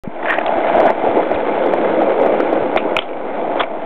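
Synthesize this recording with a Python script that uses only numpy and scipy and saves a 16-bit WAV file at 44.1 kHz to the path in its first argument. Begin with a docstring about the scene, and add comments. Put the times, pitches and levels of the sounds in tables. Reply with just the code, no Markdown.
"""A skateboard rolls on rough asphalt beside a wall, close to a small hand-held microphone.
Random impacts of stones excite the resonances of the wooden deck (rumble) and of the hard wheels (grit).
The highest peaks of the deck rumble stand out as short knocks, each a brief burst ringing the deck.
Trucks and wheels clack on a kerb and land again: a sharp touch and a rattle ring wheels and deck.
The holding hand adds soft low thumps; the microphone has a narrow telephone-like band, a steady offset
and limits the highest peaks."""
import sys
import numpy as np
from scipy import signal
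from scipy.io import wavfile

SR = 44100
rng = np.random.default_rng(int(sys.argv[2]) if len(sys.argv) > 2 else 0)


def ratio_of_db(decibels):
    """Turn decibels (scalar or array-like) into linear amplitude factors; 0 dB maps to 1."""
    return 10 ** (np.asarray(decibels, float) / 20)


def waveform_to_disk(signal):
    """Save audio, clipped to [-1, 1], as 16-bit WAV at the path in sys.argv[1]."""
    frames = np.transpose(np.atleast_2d(signal))
    scaled = np.clip(frames, -1, 1) * 32767
    samples = np.round(scaled).astype(np.int16)
    wavfile.write(sys.argv[1], SR, samples)


N = 169785  # length [samples]
DECK_BAND_HZ = (164, 1077)
BAND_TOP_HZ = 3363


def rms_one(x):
    """Normalization of the mean power: scales to rms 1."""
    return x / np.sqrt(np.mean(x ** 2) + 1e-20)


def drift(rate_hz):
    """Low-pass filtered noise: two equal poles leave a slow random wander of spread 1."""
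    r = np.exp(-2 * np.pi * rate_hz / SR)
    noise = rng.standard_normal(N + SR)
    wander = signal.lfilter([1], [1, -2 * r, r * r], noise)
    return rms_one(wander[SR:])  # the first second lets the filter settle


def resonate(x, hz, width_hz):
    """Damped resonance: a pole pair with about unit gain at its peak."""
    r = np.exp(-np.pi * width_hz / SR)
    zeros = [(1 - r * r) / 2, 0, (r * r - 1) / 2]
    poles = [1, -2 * r * np.cos(2 * np.pi * hz / SR), r * r]
    return signal.lfilter(zeros, poles, x + 1e-18)


def body(x, modes):
    """Modal superposition: resonances in parallel, signs alternating."""
    return sum((-1) ** k * ratio_of_db(db) * resonate(x, hz, width)
               for k, (hz, width, db) in enumerate(modes))


def band(x, hz, kind, order=4):
    """Maximally flat (Butterworth) filtering."""
    return signal.sosfilt(signal.butter(order, hz, kind, fs=SR, output="sos"), x)


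def grains(rate, spread_db):
    """Shot noise: random clicks of uneven size and either sign."""
    chance = rng.random(N)
    size = rng.exponential(1, N)
    sign = rng.choice([-1, 1], N)
    return (chance < rate / SR) * ratio_of_db(spread_db * np.minimum(size, 5)) * sign


def shaken(modes, stones_per_s, spread_db, rough, colour_db, upper_db=0):
    """Random excitation of modes: each has its own stream of stones, all swell with the roughness."""
    out = 0
    for hz, width, db in modes:
        level = db + drift(4.7)  # each resonance wanders with a spread of 1 dB
        if 380 < hz < 600:  # the colour lifts the deck's middle resonances
            level = level + colour_db
        if 1600 < hz < 1900:  # and sinks one of the wheels'
            level = level - colour_db
        if 600 < hz < 900:
            level = level + upper_db
        out = out + ratio_of_db(level) * rms_one(resonate(grains(stones_per_s, spread_db), hz, width))
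    return out * rough


# resonances of the wooden deck: (frequency [Hz], width [Hz], relative level [dB])
DECK_MODES = [(210, 30, -16), (318, 81, -1), (422, 90, -2.5), (526.2, 75.2, 2), (664.4, 67.5, 0.5),
              (842, 105, -3), (960, 67, -23.5)]


def deck_rumble(rough, colour_db, upper_db):
    """Modal response of the deck to dense stone impacts, at rms 1."""
    deck = shaken(DECK_MODES, 1500, 3, rough, colour_db, upper_db)
    return rms_one(band(deck, DECK_BAND_HZ, "band", order=3))


# resonances of wheels and trucks: (frequency [Hz], width [Hz], relative level [dB])
WHEEL_MODES = [(1150, 480, 10.5), (1475, 180, 5.5), (1750, 250, -12.5), (2084, 140, 2.5), (2330, 100, -1.5),
               (3070, 270, -20.5), (3420, 140, -6.5)]


def wheel_grit(rough, colour_db):
    """Modal response of the wheels to very dense, more uneven impacts, at rms 1."""
    grit = shaken(WHEEL_MODES, 12000, 7, rough, colour_db)
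    return rms_one(band(grit, 900, "high", order=2))


# bands of the faint low rumble: (frequency [Hz], relative level [dB])
LOW_BANDS = [(30, -4), (60, -16.5), (100, -9), (150, 19.5)]


def low_rumble(rough):
    """Band-filtered noise: broad low resonances swell with the roughness, at rms 1."""
    low = sum(ratio_of_db(db) * resonate(rng.standard_normal(N), hz, 0.37 * hz) for hz, db in LOW_BANDS)
    return rms_one(low * rough)


# course of the rolling: (time [s], rumble level [dB], grit level re rumble [dB],
#                         colour [dB], gain of the deck's upper resonances [dB])
ROLLING_COURSE = [(.04, -31, -12, -4, 0), (.1, -31, -13, -6, 3), (.17, -28, -10, -8, 4),
                  (.22, -24, -11, -8, 4), (.3, -21, -9, -8, 4), (.37, -21, -12, -8, 4),
                  (.45, -20, -12, -8, 4), (.6, -17, -11, -6, 4), (.7, -17, -8, -6, 4),
                  (.75, -14, -11, -6, 5), (.89, -14, -11, -6, 5), (.94, -23, -11, -2, 2),
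                  (1.05, -14, -13, 0, 2), (1.13, -18, -11, 0, 0), (1.19, -12, -17, 0, 0),
                  (1.22, -17, -13, 0, 0), (1.4, -16, -14, 0, -1), (1.7, -15, -13, 0, -2),
                  (2.0, -14, -15, 2, -3), (2.35, -14, -15, 2, -2), (2.55, -16, -15, 0, -1),
                  (2.75, -17, -15, 0, -1), (2.81, -21, -12, 0, 0), (2.92, -17, -16, 0, 0),
                  (2.96, -18, -15, 0, 0), (3.0, -28, -11, 0, 0), (3.08, -27, -14, 0, 0),
                  (3.3, -22, -14, 0, 0), (3.4, -19, -15, 0, 1), (3.58, -17, -16, 0, 1),
                  (3.62, -19, -14, -3, 3), (3.65, -25, -14, -3, 3), (3.72, -23, -17, -3, 3),
                  (3.85, -23, -13, -3, 3)]


def rolling():
    """Roughness excitation: one uneven road drives deck rumble, wheel grit and a faint low floor."""
    times, *columns = np.transpose(ROLLING_COURSE)
    t = np.arange(N) / SR
    level, grit_db, colour_db, upper_db = [np.interp(t, times, c) for c in columns]
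    rough = ratio_of_db(0.5 * drift(20))  # spread [dB], rate [Hz]
    deck = deck_rumble(rough, colour_db, upper_db)
    grit = wheel_grit(rough, colour_db)
    low = low_rumble(rough)
    return ratio_of_db(level) * (deck + ratio_of_db(-29) * low + ratio_of_db(grit_db) * grit)


def place(out, s, sound, db):
    """Linear superposition: adds a sound of the given peak level to the track."""
    start = int(s * SR)
    return out + np.pad(ratio_of_db(db) * sound / np.abs(sound).max(), (start, N))[:N]


# dull thumps in the hand that holds the microphone: (time [s], peak level [dB], frequency [Hz])
HAND_THUMPS = [(0.074, -13, 210), (.47, -37, 70), (0.561, -33, 87.7), (0.738, -32.5, 100), (.95, -43, 82),
               (1.085, -25.5, 99), (1.341, -25.5, 70), (2.619, -25.5, 122), (2.76, -33.5, 60),
               (2.965, -29, 70), (3.609, -35.5, 70)]


def thumps():
    """Damped oscillation: a few soft low cycles under a rise-and-decay envelope."""
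    out, t = np.zeros(N), np.arange(6000) / SR
    for s, db, hz in HAND_THUMPS:
        x = 6 * t * hz / 2.7  # the envelope scales with the period
        out = place(out, s, x * np.exp(-x) * np.sin(2 * np.pi * hz * t), db)
    return out


# hard clacks of trucks, wheels and tail, before the bass cut:
# (time [s], peak level [dB], ring frequency [Hz], rattle length [s])
CLACK_EVENTS = [(0.228, -14.5, 1400, 0.0071), (0.257, -8.5, 1660, .008), (0.27, -18, 1700, 0.0095),
                (0.283, -6, 1540, 0.0055), (.29, -12, 1665, 0.084), (.297, -7.5, 1660, 0.012),
                (.298, -16, 3066, .004), (0.305, -6, 1650, 0.0059), (0.323, -5.5, 1560, 0.0089),
                (0.339, -11, 1530, 0.008), (0.339, -14.5, 3200, 0.0031), (0.386, -9, 1900, 0.0031),
                (.412, -15.5, 1490, 0.0046), (0.4624, -13.5, 2110, 0.0013), (.463, -10, 3480, 0.0023),
                (0.48, -18.5, 2620, .002), (0.875, -11.5, 1446, 0.024), (.903, -20, 1520, 0.0064),
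                (1.344, -18.5, 3600, 0.0069), (1.357, -22, 2424, 0.011), (1.845, -16.5, 1400, 0.011),
                (2.403, -8, 1200, 0.005), (2.7718, -7, 2050, 0.0082), (2.773, -7.5, 3630, 0.0074),
                (2.779, -19, 2550, 0.031), (2.9655, 1, 2320, .0035), (2.9658, -9, 3500, .003),
                (2.9882, 3, 3170, .002), (2.9885, -8, 2300, .002), (2.983, -19, 2380, 0.0043),
                (3.02, -18.5, 3250, 0.0084), (3.088, -26.5, 2200, .005), (3.131, -26, 2200, .005),
                (3.6, -8.5, 1250, 0.014), (3.595, -9.5, 3300, 0.012), (3.604, -7.5, 900, 0.015),
                (3.606, -14, 2100, 0.017), (3.608, -4, 3400, 0.0049), (3.632, -12, 2150, 0.0066)]


def clacks():
    """Impact excitation: touch and rattle ring at one pitch, in wheels and deck; the wall adds a tail."""
    width_hz, tail_db, tail_s = 480, -21.5, 0.031
    out, t = np.zeros(N), np.arange(8000) / SR
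    for s, db, hz, length in CLACK_EVENTS:
        rattle = np.exp(-(t / length) ** 2)
        tail = ratio_of_db(tail_db) * np.exp(-t / tail_s)
        shock = rng.standard_normal(8000) * (rattle + tail)
        shock = shock + 5 * (t < 2 / SR)  # sharp first touch
        ring = resonate(resonate(shock, hz, 2 * width_hz), hz, width_hz)
        sound = ring + ratio_of_db(-15) * body(shock, WHEEL_MODES) + ratio_of_db(-9) * body(shock, DECK_MODES)
        out = place(out, s, band(sound, BAND_TOP_HZ, "low"), db)
    return out


# highest peaks of the deck rumble, heard as short knocks, before a common gain and the deck band:
# (time [s], relative peak level [dB], leading ring frequency [Hz])
RUMBLE_PEAKS = [(0.383, -3, 660), (0.411, -6, 680), (0.491, -1.5, 681), (0.523, -5.5, 700),
                (0.581, -2, 640), (0.754, -0.5, 667), (0.779, -3, 527), (0.799, -1, 727), (0.826, -7, 700),
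                (0.851, -4.5, 638), (0.868, -2.5, 708), (0.902, 1.5, 600), (1.038, -2.5, 452),
                (1.071, 0, 623), (1.169, -1.5, 473), (1.314, 0, 594), (1.659, -6.5, 401), (1.736, 2, 554),
                (1.784, -4, 505), (2.019, -0.5, 740), (2.259, -3, 616), (2.337, -5, 576), (2.399, -2, 445),
                (2.527, -2, 495), (2.654, -19.5, 685), (2.761, 4, 740), (3.529, -11, 525),
                (3.556, -5.5, 676)]


def rumble_peaks():
    """Impulse response: a pulse and a brief noise burst ring the deck, one resonance leading."""
    decay_s, width_hz, gain_db = .002, 130, -2
    out, t = np.zeros(N), np.arange(2000) / SR
    for s, db, hz in RUMBLE_PEAKS:
        noise = rng.standard_normal(2000)
        burst = noise * np.exp(-t / decay_s)
        burst = burst + 10 * np.sign(noise[0]) * (t < 5 / SR)  # leading pulse
        knock = resonate(burst, hz, width_hz) + ratio_of_db(-6.5) * body(burst, DECK_MODES)
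        out = place(out, s, knock, db + gain_db)
    return out


def scene():
    """Superposition of rolling, thumps, rumble peaks in the deck band and clacks after a bass cut."""
    board = band(rumble_peaks(), DECK_BAND_HZ, "band", order=2) + band(clacks(), 140, "high")
    return (rolling() + board + thumps())[None]


def top_cut(x):
    """Nothing passes above the cut-off."""
    return signal.sosfilt(signal.butter(12, 16820, fs=SR, output="sos"), x)


def record(dry):
    """Saturation and band limiting: overload, bass and steep treble cut, offset, late start, limit."""
    input_top, output_top = .68, .707  # full scale = 1
    offset, start_s = -.037, .0364
    x = np.clip(dry, -input_top, input_top)
    x = band(x, 60, "high", order=1)
    x = band(x, BAND_TOP_HZ, "low", order=7)
    x = signal.sosfilt(signal.cheby2(16, 70, 4770, fs=SR, output="sos"), x)  # 70 dB down from 4770 Hz
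    x = (x + offset) * (np.arange(N) >= start_s * SR)  # silent before the start
    x = np.clip(x, -output_top, output_top)
    return top_cut(x)


dry = scene()
out = record(dry)
waveform_to_disk(out)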